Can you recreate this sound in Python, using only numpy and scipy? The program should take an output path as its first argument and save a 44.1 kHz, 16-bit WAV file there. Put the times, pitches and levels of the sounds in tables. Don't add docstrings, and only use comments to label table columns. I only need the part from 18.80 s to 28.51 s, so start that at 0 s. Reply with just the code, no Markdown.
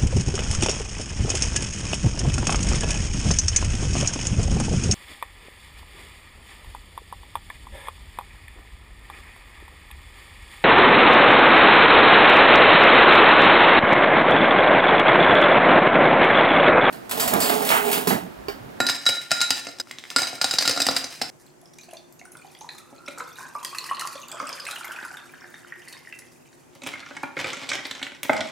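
import sys
import numpy as np
from scipy import signal
from scipy.fft import rfft, irfft, next_fast_len
from scipy.io import wavfile
from scipy.ndimage import uniform_filter1d, map_coordinates

SR = 44100
rng = np.random.default_rng(int(sys.argv[2]) if len(sys.argv) > 2 else 0)


def dump(signal):
    limited = np.clip(np.atleast_2d(signal).T, -1, 1)
    pcm = np.round(limited * 32767).astype(np.int16)
    wavfile.write(sys.argv[1], SR, pcm)


N = 428211

CUTS = [0, 1.016, 2.502, 9.72]
# start_s, clack_db, wall_ring_db, rim_ring_db, thud_db
DROPS = [(0.0024, -10, -18, -21.5, -15), (0.066, -8, -50.5, -22, -56), (0.0871, -7.5, -22, -40.5, -44),
         (0.0963, -7, -35.5, -24.5, -23), (0.255, -18, -34, -38, -45), (0.264, -3.5, -19, -12.5, -32.5),
         (0.29, -9.5, -47, -42, -25), (0.345, -35, -44, -41.5, -49), (0.369, -32.5, -36.5, -45, -41),
         (0.5077, -10, -38.5, -43, -42), (0.5154, -2, -20.5, -27.5, -24.5),
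         (0.5703, -33.5, -40.5, -31.5, -50), (0.6044, -11.5, -29.5, -28, -37),
         (0.614, -3, -25, -19.5, -45.5), (0.7054, -4, -29, -26, -26), (0.8687, -20.5, -31.5, -43, -30.5),
         (0.8862, -23.5, -46, -49, -36.5), (0.9856, -26, -59, -51, -43), (0.999, -11, -37.5, -39, -34),
         (1.362, 1, -19.5, -37.5, -19), (1.3846, -7.5, -23, -26, -32.5), (1.4182, -11, -34, -31, -25.5),
         (1.4312, -13, -25, -25, -45), (1.47, -16.5, -61, -30, -34), (1.5296, -26, -48, -46.5, -30.5),
         (1.58, -36, -42.5, -48, -47), (1.614, -3.5, -24.5, -33.5, -29), (1.6432, -3, -28, -21, -21.5),
         (1.7102, -8, -32.5, -21, -46), (1.738, -16, -27, -20.5, -28), (1.785, -1.5, -31.5, -27, -33),
         (1.8079, -14.5, -35.5, -26.5, -31.5), (1.8241, -8.5, -50, -27, -29),
         (1.8532, -15.5, -29, -23.5, -29.5), (1.8767, -5, -25.5, -21, -25),
         (1.8948, -7.5, -23.5, -31.5, -21.5), (1.9102, -8, -54, -30, -33), (1.9622, -19, -32.5, -25.5, -27),
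         (1.9749, -12, -24, -32, -24.5), (2.0018, -7.5, -43, -41, -21), (2.0179, -3.5, -39, -30, -27.5),
         (2.0659, -9, -41.5, -29, -25), (2.0868, -8.5, -22, -22, -17.5), (2.11, -15.5, -54, -34, -24),
         (2.164, -6.5, -30, -19.5, -45), (2.2414, -15, -42, -31, -31.5), (2.415, -8, -30.5, -57, -23)]
# start_s, level_db, pitch_hz
SCOOP_TICKS = [(1.072, -33, 1390), (1.111, -15.5, 2100), (1.1398, -41, 4800), (1.1856, -14, 3800),
               (1.239, -20, 2050), (1.2528, -23.5, 2080), (1.303, -15.5, 3650), (1.314, -23.5, 1410)]
# pitch_hz, width_hz, level_db
DRY_CLACK = [(2040, 480, -9), (2770, 1400, 3), (4090, 580, -0.5), (5290, 590, -5), (6150, 600, -4),
             (7380, 300, -8.5), (8060, 930, -6), (12200, 230, -26.5)]
# pitch_hz, width_hz, level_db
SHIMMER = [(4710, 40, -4), (4785, 30, 0), (4870, 35, 2), (4950, 25, 0), (5023, 16, -2), (5090, 30, 0),
           (5200, 45, -1), (2945, 30, -12), (5770, 50, -11), (6400, 40, -9), (7450, 30, -6), (8200, 45, -7),
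           (8650, 40, -8), (10050, 40, -10), (12100, 45, -10)]
# pitch_hz, width_hz, level_db
WALL_RING = [(1411, 12, -3), (1815, 70, 0), (2120, 70, -4), (2313, 100, -8.5), (2560, 96, -9)]
# pitch_hz, width_hz, level_db
RIM_RING = [(3911, 6, 0), (7404, 14, -12), (8090, 18, -19), (10310, 16, -20), (12400, 14, -19),
            (13850, 12, -27)]
# pitch_hz, width_hz, level_db
DRY_THUD = [(578, 79, -11), (720, 147, -0.5), (960, 350, -4)]
# pitch_hz, width_hz, level_db
WORKTOP = [(119, 61, -2.5), (275.2, 35, -3), (329, 45, -13)]
# time_s, gurgle_db, spray_db
JET = [(2.5, -79, -97), (2.6, -66, -62.5), (2.92, -80, -92), (3.02, -77, -69), (3.42, -83.5, -75.5),
       (3.63, -58.5, -64), (4.29, -55, -59), (4.45, -56, -55), (4.8, -46, -51.5), (5.1, -42.5, -48.5),
       (5.19, -34.5, -52), (5.36, -46.5, -48.5), (5.55, -36.5, -55.5), (5.76, -31.5, -54.5),
       (6.0, -39.5, -50.5), (6.18, -31.5, -54.5), (6.44, -43.5, -58), (7.25, -47.5, -61.5),
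       (7.48, -73.5, -63.5), (7.9, -79, -67.5)]
# start_s, level_db, pitch_hz
GULPS = [(2.83, -46, 690), (3.085, -42, 690), (3.131, -31.5, 642), (3.17, -57, 680), (3.414, -32.5, 2130),
         (3.454, -36.5, 1465), (3.553, -33.5, 1430), (3.647, -37.5, 790), (3.813, -32.5, 854),
         (3.845, -33, 946), (3.891, -29, 1825), (4.278, -26.5, 2180), (4.376, -29, 1300),
         (4.404, -22.5, 1280), (4.477, -35, 1350), (4.585, -33, 1550), (4.607, -32, 1060),
         (4.653, -34, 1560), (4.752, -21.5, 1150), (4.829, -30, 1060), (4.929, -32, 1085),
         (4.948, -27.5, 1200), (5.04, -30, 1110), (5.091, -27, 1880), (5.112, -14.5, 1094),
         (5.166, -48, 1160), (5.22, -20.5, 1320), (5.251, -20.5, 1100), (5.302, -30, 1290),
         (5.355, -32.5, 574), (5.498, -39, 1220), (5.542, -33, 654), (5.57, -30, 1250),
         (5.601, -17.5, 1226), (5.673, -36, 1220), (5.739, -39, 1190), (5.799, -38, 1160),
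         (5.866, -23.5, 2120), (5.888, -22.5, 1300), (5.93, -27, 1440), (5.958, -30, 1650),
         (6.011, -27.5, 1400), (6.044, -30.5, 1240), (6.109, -23, 1495), (6.153, -30, 1410),
         (6.188, -24, 1520), (6.229, -33, 1380), (6.25, -24.5, 1450), (6.274, -35, 1430),
         (6.306, -31, 1520), (6.341, -32, 1420), (6.371, -30, 1600), (6.458, -41, 1350), (6.538, -33, 1620),
         (6.619, -35, 1570), (6.643, -33, 1740), (6.742, -30.5, 1760), (6.847, -35, 1450),
         (6.923, -24.5, 1860), (7.002, -37, 1850), (7.076, -33, 1970), (7.138, -34, 1810),
         (7.168, -34, 2070), (7.251, -37, 2020), (7.273, -30.5, 1870), (7.326, -30.5, 1980),
         (7.421, -40, 1940)]
# start_s, level_db, pitch_hz
SPLASHES = [(2.6635, -37.5, 7700), (2.8143, -39, 10600), (2.857, -35, 5300), (2.935, -35, 5640),
            (2.986, -30.5, 5940), (3.011, -31.5, 6200), (3.0337, -34, 4400), (3.0894, -36, 2590),
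            (3.1096, -33.5, 10000), (3.1354, -36, 6400), (3.169, -31.5, 4370), (3.3248, -34, 12100),
            (3.3925, -33, 6500), (3.453, -29.5, 9100), (3.5187, -26.5, 10400), (3.5698, -29.5, 8850),
            (3.615, -39, 7140), (3.6669, -40, 6250), (3.7494, -29.5, 3240), (3.7886, -34, 9540),
            (3.8092, -25, 6100), (3.89, -20, 3950), (3.9498, -35, 6960), (3.9813, -32, 3620),
            (4.1054, -42, 8800), (4.2618, -29, 5470), (4.281, -26, 3870), (4.382, -26, 7250),
            (4.405, -32, 3930), (4.439, -34, 5040), (4.4716, -36, 3560), (4.557, -33.5, 3740),
            (4.5903, -32, 6030), (4.6667, -36, 6400), (4.7487, -33, 8400), (4.829, -31, 6700),
            (4.8485, -17, 4870), (4.948, -21, 2630), (4.9843, -14, 4200), (5.058, -26, 2600),
            (5.21, -19, 2850), (5.0411, -21, 5060), (5.0968, -22.5, 2880), (5.147, -21.5, 4240),
            (5.169, -22, 3000), (5.1952, -19, 4200), (5.2726, -22.5, 4530), (5.3257, -28, 4440),
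            (5.353, -31, 4340), (5.418, -28, 6450), (5.483, -22.5, 7360), (5.516, -17.5, 7700),
            (5.571, -28.5, 3170), (5.597, -29, 4860), (5.67, -26.5, 4970), (5.692, -24, 5180),
            (5.7282, -19, 4950), (5.7994, -20, 4620), (5.852, -22.5, 4030), (5.8673, -19.5, 2550),
            (5.91, -14.5, 3850), (5.88, -21.5, 9800), (5.959, -23.5, 3100), (5.985, -27, 9100),
            (6.045, -23, 2120), (6.119, -27.5, 2980), (6.25, -29.5, 9800), (6.161, -24, 2520),
            (6.37, -27, 3570), (6.5369, -54, 2620), (6.7417, -33, 3600), (7.019, -36, 2900),
            (7.082, -29.5, 4370), (7.126, -27, 3980), (7.175, -34.5, 5030), (7.3253, -26.5, 2620),
            (7.3883, -27.5, 10100), (7.5185, -45, 5400)]
# late_s, pitch_ratio, length_cycles, level_db
SPLASH_PIECES = [(0, 1, 30, -5), (0, 1.7, 10, -12), (.003, .62, 14, -10)]
# from_s, to_s, from_hz, to_hz, level_over_gurgle_db
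POCKETS = [(3.95, 4.72, 1217, 1600, 4), (4.348, 5.441, 980, 1129, 0), (4.84, 5.303, 2540, 3180, -3.5),
           (5.4, 5.95, 3230, 3270, -10)]
# pitch_hz, relative_level_db (per Hz)
SPRAY_COLOUR = [(1180, -6), (2000, 9.5), (3190, -46), (3700, 0), (4650, 2.5), (7890, 2.5), (9400, 3.5),
                (15000, -7), (16400, -40.5)]
# start_s, clack_db, wall_ring_db, thud_db
KNOCKS = [(3.5486, -53, -45, -56), (4.1274, -60, -54, -43.5), (4.2821, -23.5, -40, -38),
          (4.3984, -32, -36, -47), (5.3537, -29, -59, -52), (5.5995, -31, -32, -46),
          (5.6243, -31, -47, -35), (6.2273, -35, -48, -45), (7.7284, -40, -64, -77),
          (7.9529, -40, -53, -50), (8.0185, -29.5, -46, -46), (8.0359, -24.5, -52, -40),
          (8.0631, -19.5, -31.5, -33), (8.0713, -19, -39, -39.5), (8.1356, -41, -29.5, -46),
          (8.1537, -49, -33, -64), (8.2032, -32, -43, -57), (8.227, -47, -36, -57),
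          (8.2613, -34, -35.5, -56), (8.309, -50, -35, -41), (8.3667, -24, -29.5, -41),
          (8.4333, -30, -22.5, -26), (8.5682, -33.5, -22, -30), (8.59, -21, -26.5, -44),
          (8.6117, -20, -38, -36), (8.6437, -15, -21, -33), (8.6608, -26.5, -30, -36.5),
          (8.703, -19, -44, -48), (8.731, -18, -28, -51), (8.769, -24, -38, -43), (8.8153, -35.5, -42, -43),
          (8.8334, -23, -36, -45), (8.8905, -12.5, -41, -51), (8.901, -13.5, -37, -47),
          (8.9155, -15.5, -17.5, -42), (8.933, -13, -26.5, -37), (8.9524, -16.5, -44, -45),
          (8.9859, -38.5, -31, -42), (9.0525, -18.5, -33.5, -44), (9.111, -14.5, -48, -46),
          (9.1503, -25.5, -36, -51), (9.1934, -29, -37, -52), (9.2156, -33, -32, -44),
          (9.2281, -11, -50, -45), (9.2664, -21.5, -36, -54), (9.3189, -33, -35, -47),
          (9.348, -34, -45, -66), (9.4312, -15, -41, -45), (9.4483, -31, -31, -36), (9.4949, -21, -14, -13),
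          (9.5315, -14.5, -26, -29), (9.5655, -20, -31, -45), (9.5776, -24, -40, -47),
          (9.5925, -36, -35, -28.5), (9.6066, -11.5, -27, -30), (9.672, -29, -49, -44)]
# time_s, level_db
STIR = [(7.9, -61), (8.01, -65), (8.04, -42), (8.3, -45.5), (8.55, -55.5), (8.575, -32.5), (8.66, -32),
        (8.72, -38.5), (8.86, -37), (8.92, -37), (9.1, -42), (9.42, -57), (9.5, -45), (9.71, -43.5)]
# pitch_hz, width_hz, level_db
WET_CLACK = [(920, 950, -26), (2340, 340, -2.5), (3560, 1500, 14.5), (5140, 1800, 11.5), (6800, 1500, 4),
             (11180, 12000, 0)]
# pitch_hz, width_hz, level_db
WET_RING = [(1330, 130, -5), (1450, 85, 1), (1710, 90, -2), (1920, 130, -1), (2060, 130, 1), (2210, 110, 4),
            (2450, 150, -3), (2930, 700, 0)]
# pitch_hz, width_hz, level_db
WET_THUD = [(568, 39.6, 0.5), (684, 83, -2.5), (790, 90, -0.5), (893, 126, -0.5), (1084, 200, -0.5),
            (397, 110, -2.5)]
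# start_s, level_db
SPOON_TICKS = [(7.9515, -37.5), (8.0351, -34), (8.0717, -20.5), (8.4312, -29.5), (8.5674, -38),
               (8.6123, -34), (8.891, -39.5), (8.9508, -36), (9.0688, -30), (9.1109, -29), (9.227, -42),
               (9.2734, -39), (9.432, -14.5), (9.5322, -32)]
# late_s, pitch_hz, level_db
TICK_TONES = [(0, 9030, 3), (0, 6340, 0.5), (.004, 12000, -4)]
# pitch_hz, time_to_fade_60_db_s
KITCHEN_FADE = [(150, 0.3), (400, 0.56), (1000, 0.54), (3000, 0.47), (8000, 0.36), (15000, 0.26)]
# pitch_hz, side_over_mid_db
KITCHEN_WIDTH = [(60, 3.5), (300, -0.5), (1000, -4.5), (4000, -7), (9000, -6.5), (15000, 2)]
# pitch_hz, relative_level_db (per Hz)
AIR_COLOUR = [(15, -64.5), (25, -26), (80, -18), (150, -5), (202, -14), (251, -5), (320, -11.5), (357, 0.5),
              (387, -12.5), (898, -16), (1280, -21), (1870, -23.5), (3990, -34), (7060, -27.5),
              (16400, -41.5)]
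# pitch_hz, peak_level_db
HUM = [(157, -73), (259, -87.5), (359, -71.5)]

SCATTER_DB = 2.5
RATTLE_DB, RATTLE_FADE_S = -13, 0.042
SETTLE_DB, SETTLE_FADE_S = -28.5, 0.99
PILE_DAMPING = 0.8
RESTING_HZ = 30
AIR_CM, RISE_CM_PER_S = 12.5, 1.707
FROTH_DB, FROTH_FADE_S = -9.5, 0.065
MIST_DB, MIST_FADE_S = -17.5, 0.0435
TRAIL_S, TRAIL_DB = 0.046, -6.5
DULL_S, DULL_HZ, DULL_WIDTH_HZ = (5.2, 5.9), (3070, 3880), 1080
JOSTLE_DB, JOSTLE_FADE_S = -26, 0.22
BUMP_DB = -8
WET_BUMP_SHARE, WET_BUMP_DB = 0.68, -12
AFLOAT_DB = -1.5
LATE_S, LATE_LIFT = 9.47, 0.12
SIZZLE_DB, SIZZLE_FADE_S = -18.5, 0.052
AIR_DB = -53
BASS_HZ = 100
TOP_HZ = 16400


def loading():
    s, clack, wall, rim, thud = np.transpose(DROPS)
    scoop_s, scoop_db, scoop_hz = np.transpose(SCOOP_TICKS)
    ticks = 0
    for ratio, drop_db in [(1, -3), (1.5, -5.5), (2.6, -21), (4.1, -15)]:
        cycles = np.full(len(scoop_hz), 5.)
        ticks = ticks + bubbles(scoop_s, scoop_db + drop_db, ratio * scoop_hz, cycles, rise=0)

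    t = np.arange(N) / SR
    rustle = amp(-49.5) * (t > CUTS[1]) * (t < s[s > CUTS[1]][0])
    blows, force = np.r_[s, scoop_s], np.r_[clack, scoop_db]
    rattle = aftermath(blows, force + RATTLE_DB, RATTLE_FADE_S)
    settling = aftermath(s, clack + SETTLE_DB, SETTLE_FADE_S)
    bodies = [(DRY_CLACK, -8), (WALL_RING, -19), (RIM_RING, -17),
              (SHIMMER, -11), (DRY_THUD, -19), (WORKTOP, -25)]
    tumble = scrape(rustle + rattle + settling, bodies, rate=2100, spread_db=1, clump_db=7.5)

    return (rings(s, clack - 5, -.4, DRY_CLACK, detune=0.034, grind=0.0039)
            + rings(s, clack - 6, -.4, SHIMMER, detune=0.0043, grind=0.0017,
                    damping=PILE_DAMPING / 2, choke=0.15)
            + rings(s, wall + 7, -1.4, WALL_RING, detune=0.00088, grind=.00004,
                    damping=PILE_DAMPING, choke=0.72)
            + rings(s, rim + 4, -.6, RIM_RING, detune=0.00094, grind=.00004,
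                    damping=PILE_DAMPING, choke=0.66)
            + rings(s, thud + 3, -1.4, DRY_THUD, detune=0.042, grind=0.00051)
            + rings(s, thud + BUMP_DB, -1.23, WORKTOP, detune=0.03, grind=0.00027)
            + tumble + ticks)


def pour():
    gurgle, spray = amp(curves(JET, np.arange(N) / SR))
    s, db, _ = np.transpose(GULPS)
    gurgle = gurgle + aftermath(s, db + FROTH_DB, FROTH_FADE_S)
    s, db, _ = np.transpose(SPLASHES)
    spray = spray + aftermath(s, db + MIST_DB, MIST_FADE_S)
    water = gulps() + splashes() + gurgling(gurgle) + air_pockets(gurgle) + spraying(spray)
    return filling_glass(water) * sides(-1.1)[:, None]


def gulps():
    s, db, hz = np.transpose(GULPS)
    main = bubbles(s, db + 1.5, hz, np.full(len(s), 13.), rise=0.03)
    return main + trail(s, db - 1, hz, spread=0.078, count=6)


def splashes():
    s, db, hz = np.transpose(SPLASHES)
    water = trail(s, db, hz, spread=0.17, count=8)
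    for late, ratio, cycles, drop_db in SPLASH_PIECES:
        water += bubbles(s + late, db + drop_db, ratio * hz, np.full(len(s), cycles), rise=0.047)
    return water


def gurgling(gurgle):
    s, db, a, b, air_hz = swarm(count=1400, flow=gurgle, spread_db=3.0)
    near_column = bubbles(s, db - 9.5, air_hz * np.exp(0.48 * (a - .45)), 8 + 12 * b, rise=0.22)
    s, db, a, b, air_hz = swarm(count=900, flow=gurgle, spread_db=-1.0)
    spread_out = bubbles(s, db - 3.5, air_hz * np.exp(2.64 * (a - .35)), 4 + 9 * b, rise=0.16)
    return near_column + spread_out


def air_pockets(gurgle):
    s, db, a, b, _ = swarm(count=1100, flow=gurgle, spread_db=-1.0)
    water = 0
    for t0, t1, hz0, hz1, over_db in POCKETS:
        k = (s > t0) & (s < t1)
        hz = np.interp(s[k], (t0, t1), (hz0, hz1)) * np.exp(0.12 * (b[k] - .5))
        water = water + bubbles(s[k], db[k] + over_db, hz, 14 + 12 * a[k], rise=0.027)
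    return water


def spraying(spray):
    s, db, a, b, _ = swarm(count=2000, flow=spray, spread_db=5.0)
    crackle = bubbles(s, db - 0.5, 2300 * np.exp(1.91 * a ** 1.453), 12 + 30 * b, rise=0.1)
    clicks = grit(rate=2200, spread_db=0.0, clump_db=13)
    fizz = unit(filtered(clicks, lambda hz: amp(along(SPRAY_COLOUR, hz))))
    t = np.arange(N) / SR
    pouring = (t > JET[0][0]) * (t < JET[-1][0])
    return crackle + pouring * spray * amp(-2.0) * fizz


def filling_glass(water):
    t = np.arange(N) / SR
    full = np.interp(t, DULL_S, (0, 1))
    dulled = 0
    for share, centre in zip((1 - full, full), DULL_HZ):
        dip = lambda hz: 1 - 0.41 * np.exp(-(2 * (hz - centre) / DULL_WIDTH_HZ) ** 2)
        dulled = dulled + share * filtered(water, dip)
    rim = lambda hz: 2.2j * hz * 25 / (3700 ** 2 - hz * hz + 1j * hz * 25)
    return dulled + filtered(dulled * np.clip(t - 5.5, 0, 1), rim)


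def stirring():
    s, clack, ring, thud = np.transpose(KNOCKS)
    t = np.arange(N) / SR
    churn = amp(curves(STIR, t)[0]) * (t > STIR[0][0])
    churn = churn + aftermath(s, clack + JOSTLE_DB, JOSTLE_FADE_S)
    bodies = [(WET_CLACK, -7), (WET_RING, -6), (WET_THUD, -10), (WORKTOP, -19)]
    jostle = scrape(churn, bodies, rate=2200, spread_db=3.0, clump_db=5.5)
    jostle = filtered(jostle, lambda hz: 1 / (1 + 1j * hz / 7000) ** 2)
    bump = WET_BUMP_SHARE * thud + WET_BUMP_DB + AFLOAT_DB * (s < STIR[0][0])
    return (rings(s, clack - 3, -1.2, WET_CLACK, detune=0.12, grind=0.0054)
            + rings(s, ring + 3, -2.6, WET_RING, detune=0.058, grind=0.0075)
            + rings(s, thud + 5, -2.2, WET_THUD, detune=0.027, grind=0.00071,
                    lift=LATE_LIFT * (s > LATE_S))
            + rings(s, bump, -1.5, WORKTOP, detune=0.033, grind=0.00038)
            + jostle)


def spoon():
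    s, db = np.transpose(SPOON_TICKS)
    hiss_gain = aftermath(s, db + SIZZLE_DB, SIZZLE_FADE_S)
    sound = scrape(hiss_gain, [([(10670, 5600, 0)], 0)], rate=6000, spread_db=1.5, clump_db=5)
    for late, hz, drop_db in TICK_TONES:
        pitch, cycles = np.full(len(s), float(hz)), np.full(len(s), 4.)
        sound = sound + bubbles(s + late, db + drop_db, pitch, cycles, rise=0)
    return sound


def kitchen(x):
    out, step = np.zeros((2, N + SR)), SR // 5
    for t0, t1 in zip(CUTS, CUTS[1:]):
        end = min(int(t1 * SR), N)
        for k in range(int(t0 * SR), end, step):
            hz, t, z = signal.stft(rng.standard_normal((2, SR // 2)), SR, nperseg=256)
            z[1] *= amp(along(KITCHEN_WIDTH, hz))[:, None]
            fade = amp(-60 * t / along(KITCHEN_FADE, hz)[:, None])
            mid, side = signal.istft(z * fade, SR, nperseg=256)[1]
            tail = np.array([mid + side, mid - side]) / np.linalg.norm(mid)
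            wet = signal.fftconvolve(x[None, k:min(k + step, end)], tail, axes=1)[:, :end - k]
            out[:, k:k + wet.shape[1]] += wet
    return out[:, :N]


def fridge():
    noise = rng.standard_normal((2, N)) + 0.053 * rng.standard_normal(N)
    noise = unit(filtered(noise, lambda hz: amp(along(AIR_COLOUR, hz))))
    sound = amp(AIR_DB + 0.63 * wobble(28.0)) * noise
    t = np.arange(N) / SR
    for hz, db in HUM:
        sound = sound + amp(db + 2.5 * wobble(0.95)) * np.sin(2 * np.pi * hz * t + 1.7 * wobble(7.7))
    return sound


def rings(s, db, pan_db, modes, detune, grind, damping=0., choke=0., lift=0.):
    out = np.zeros((2, N + SR))
    hz, width, level = np.transpose(modes)[:, :, None]
    t = np.arange(int(SR * min(2.2 / width.min(), .45))) / SR
    luck = rng.standard_normal((len(s), 2, len(hz), 1))
    drag = 1 + damping * s ** 3
    grind_fade = np.exp(-np.arange(500) / (SR * grind * drag[:, None]))
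    rough = rng.standard_normal((len(s), 500)) * grind_fade
    for when, peak, (size, pitch), push, up, slow in zip(s, db, luck, rough, lift + 0 * s, drag):
        fade = np.exp(-np.pi * width * slow * t) * (1 - np.exp(-hz * t))
        tone = np.sin(2 * np.pi * hz * (1 + up + detune * pitch) * t)
        ring = (amp(level + SCATTER_DB * size) * tone * fade).sum(0)
        ring = signal.fftconvolve(ring, push)[:int(SR * until_cut(when))]
        order = np.sort(s)
        touches = np.searchsorted(order, when + np.arange(len(ring)) / SR) - np.searchsorted(order, when) - 1
        hold = uniform_filter1d((1. - choke) ** np.clip(touches, 0, None), size=64)
        ring = ring / abs(ring).max() * hold
        out[:, int(when * SR):][:, :len(ring)] += amp(peak) * sides(pan_db)[:, None] * ring
    return out[:, :N]


def bubbles(s, db, hz, cycles, rise):
    u = np.arange(1200) / SR * hz[:, None] / cycles[:, None]
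    wave = np.sin(2 * np.pi * cycles[:, None] * (u + rise * u * u / 2))
    wave = wave * np.exp(-3 * u) * (1 - np.exp(-25 * u))
    at = (s * SR).astype(int)[:, None] + np.arange(1200)
    return np.bincount(at.ravel(), (amp(db)[:, None] * wave).ravel(), N + 1200)[:N]


def swarm(count, flow, spread_db):
    luck = rng.random((count, 4))
    s = JET[0][0] + (JET[-1][0] - JET[0][0]) * luck[:, 0]
    air_hz = 34300 / (4 * (AIR_CM - RISE_CM_PER_S * (s - JET[0][0])))
    flow_db = 20 * np.log10(flow) + 5 * np.tanh(wobble(13))
    db = flow_db[(s * SR).astype(int)] - spread_db * np.log(luck[:, 1] + 1 / 50)
    return s, db, luck[:, 2], luck[:, 3], air_hz


def trail(s, db, hz, spread, count):
    late, pitch, size = np.moveaxis(rng.random((len(s), count, 3)), 2, 0)
    level = db[:, None] + TRAIL_DB - 12 * late - 8 * size
    tone = hz[:, None] * np.exp(spread * (pitch - .5))
    when = s[:, None] + TRAIL_S * late
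    return bubbles(when.ravel(), level.ravel(), tone.ravel(), 12 + 14 * size.ravel(), rise=0.029)


def grit(rate, spread_db, clump_db):
    size = amp(spread_db * rng.standard_normal(N) + clump_db * np.tanh(wobble(45)))
    return size * rng.standard_normal(N) * (rng.random(N) < rate / SR)


def scrape(moving, bodies, rate, spread_db, clump_db):
    def tone(hz, modes):
        return sum(amp(db) * 1j * hz * w / (c * c - hz * hz + 1j * hz * (w + RESTING_HZ))
                   for c, w, db in modes)

    def mix(hz):
        total = 0
        for modes, db in bodies:
            body = tone(hz, modes)
            total = total + amp(db) * body / np.sqrt(np.mean(abs(body) ** 2))
        return total

    return moving * filtered(unit(grit(rate, spread_db, clump_db)), mix)


def aftermath(s, db, fade_s):
    power = np.zeros(N + SR)
    for when, peak in zip(s, db):
        t = np.arange(int(SR * min(1, until_cut(when)))) / SR
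        power[int(when * SR):][:len(t)] += amp(peak - 60 * t / fade_s) ** 2
    return np.sqrt(power[:N])


def until_cut(when):
    return min(cut for cut in CUTS if cut > when) - when


def amp(db):
    return 10 ** (np.asarray(db) / 20)


def unit(x):
    return x / np.sqrt(np.mean(x ** 2) + 1e-20)


def sides(pan_db):
    return amp(np.array([pan_db / 2, -pan_db / 2]))


def along(points, hz):
    f, v = np.transpose(points)
    return np.interp(np.log(hz + 1), np.log(f + 1), v)


def curves(rows, s):
    when, *cols = np.transpose(rows)
    return [np.interp(s, when, c) for c in cols]


def wobble(rate):
    return map_coordinates(rng.standard_normal(int(N * rate / SR) + 4), [np.arange(N) * rate / SR])


def filtered(x, response):
    m = next_fast_len(N + SR // 2)
    return irfft(rfft(x, m) * response(np.fft.rfftfreq(m, 1 / SR)), m)[..., :N]


def scene():
    ice = loading() + stirring()
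    ice = filtered(ice, lambda hz: 1 / (1 + 1j * hz / 13000) ** 2)
    near = ice + pour() + spoon()
    heard = near + amp(-6.0) * sides(-0.46)[:, None] * kitchen(near.mean(0))
    thin_bass = lambda hz: (hz * hz / (hz * hz - BASS_HZ ** 2 - 1.3j * hz * BASS_HZ)) ** 2
    return filtered(heard, thin_bass) + fridge()


def record(dry):
    rounded = dry / (1 + dry ** 4) ** (1 / 4)
    return filtered(rounded, lambda hz: hz < TOP_HZ)


dry = scene()
out = record(dry)
dump(out)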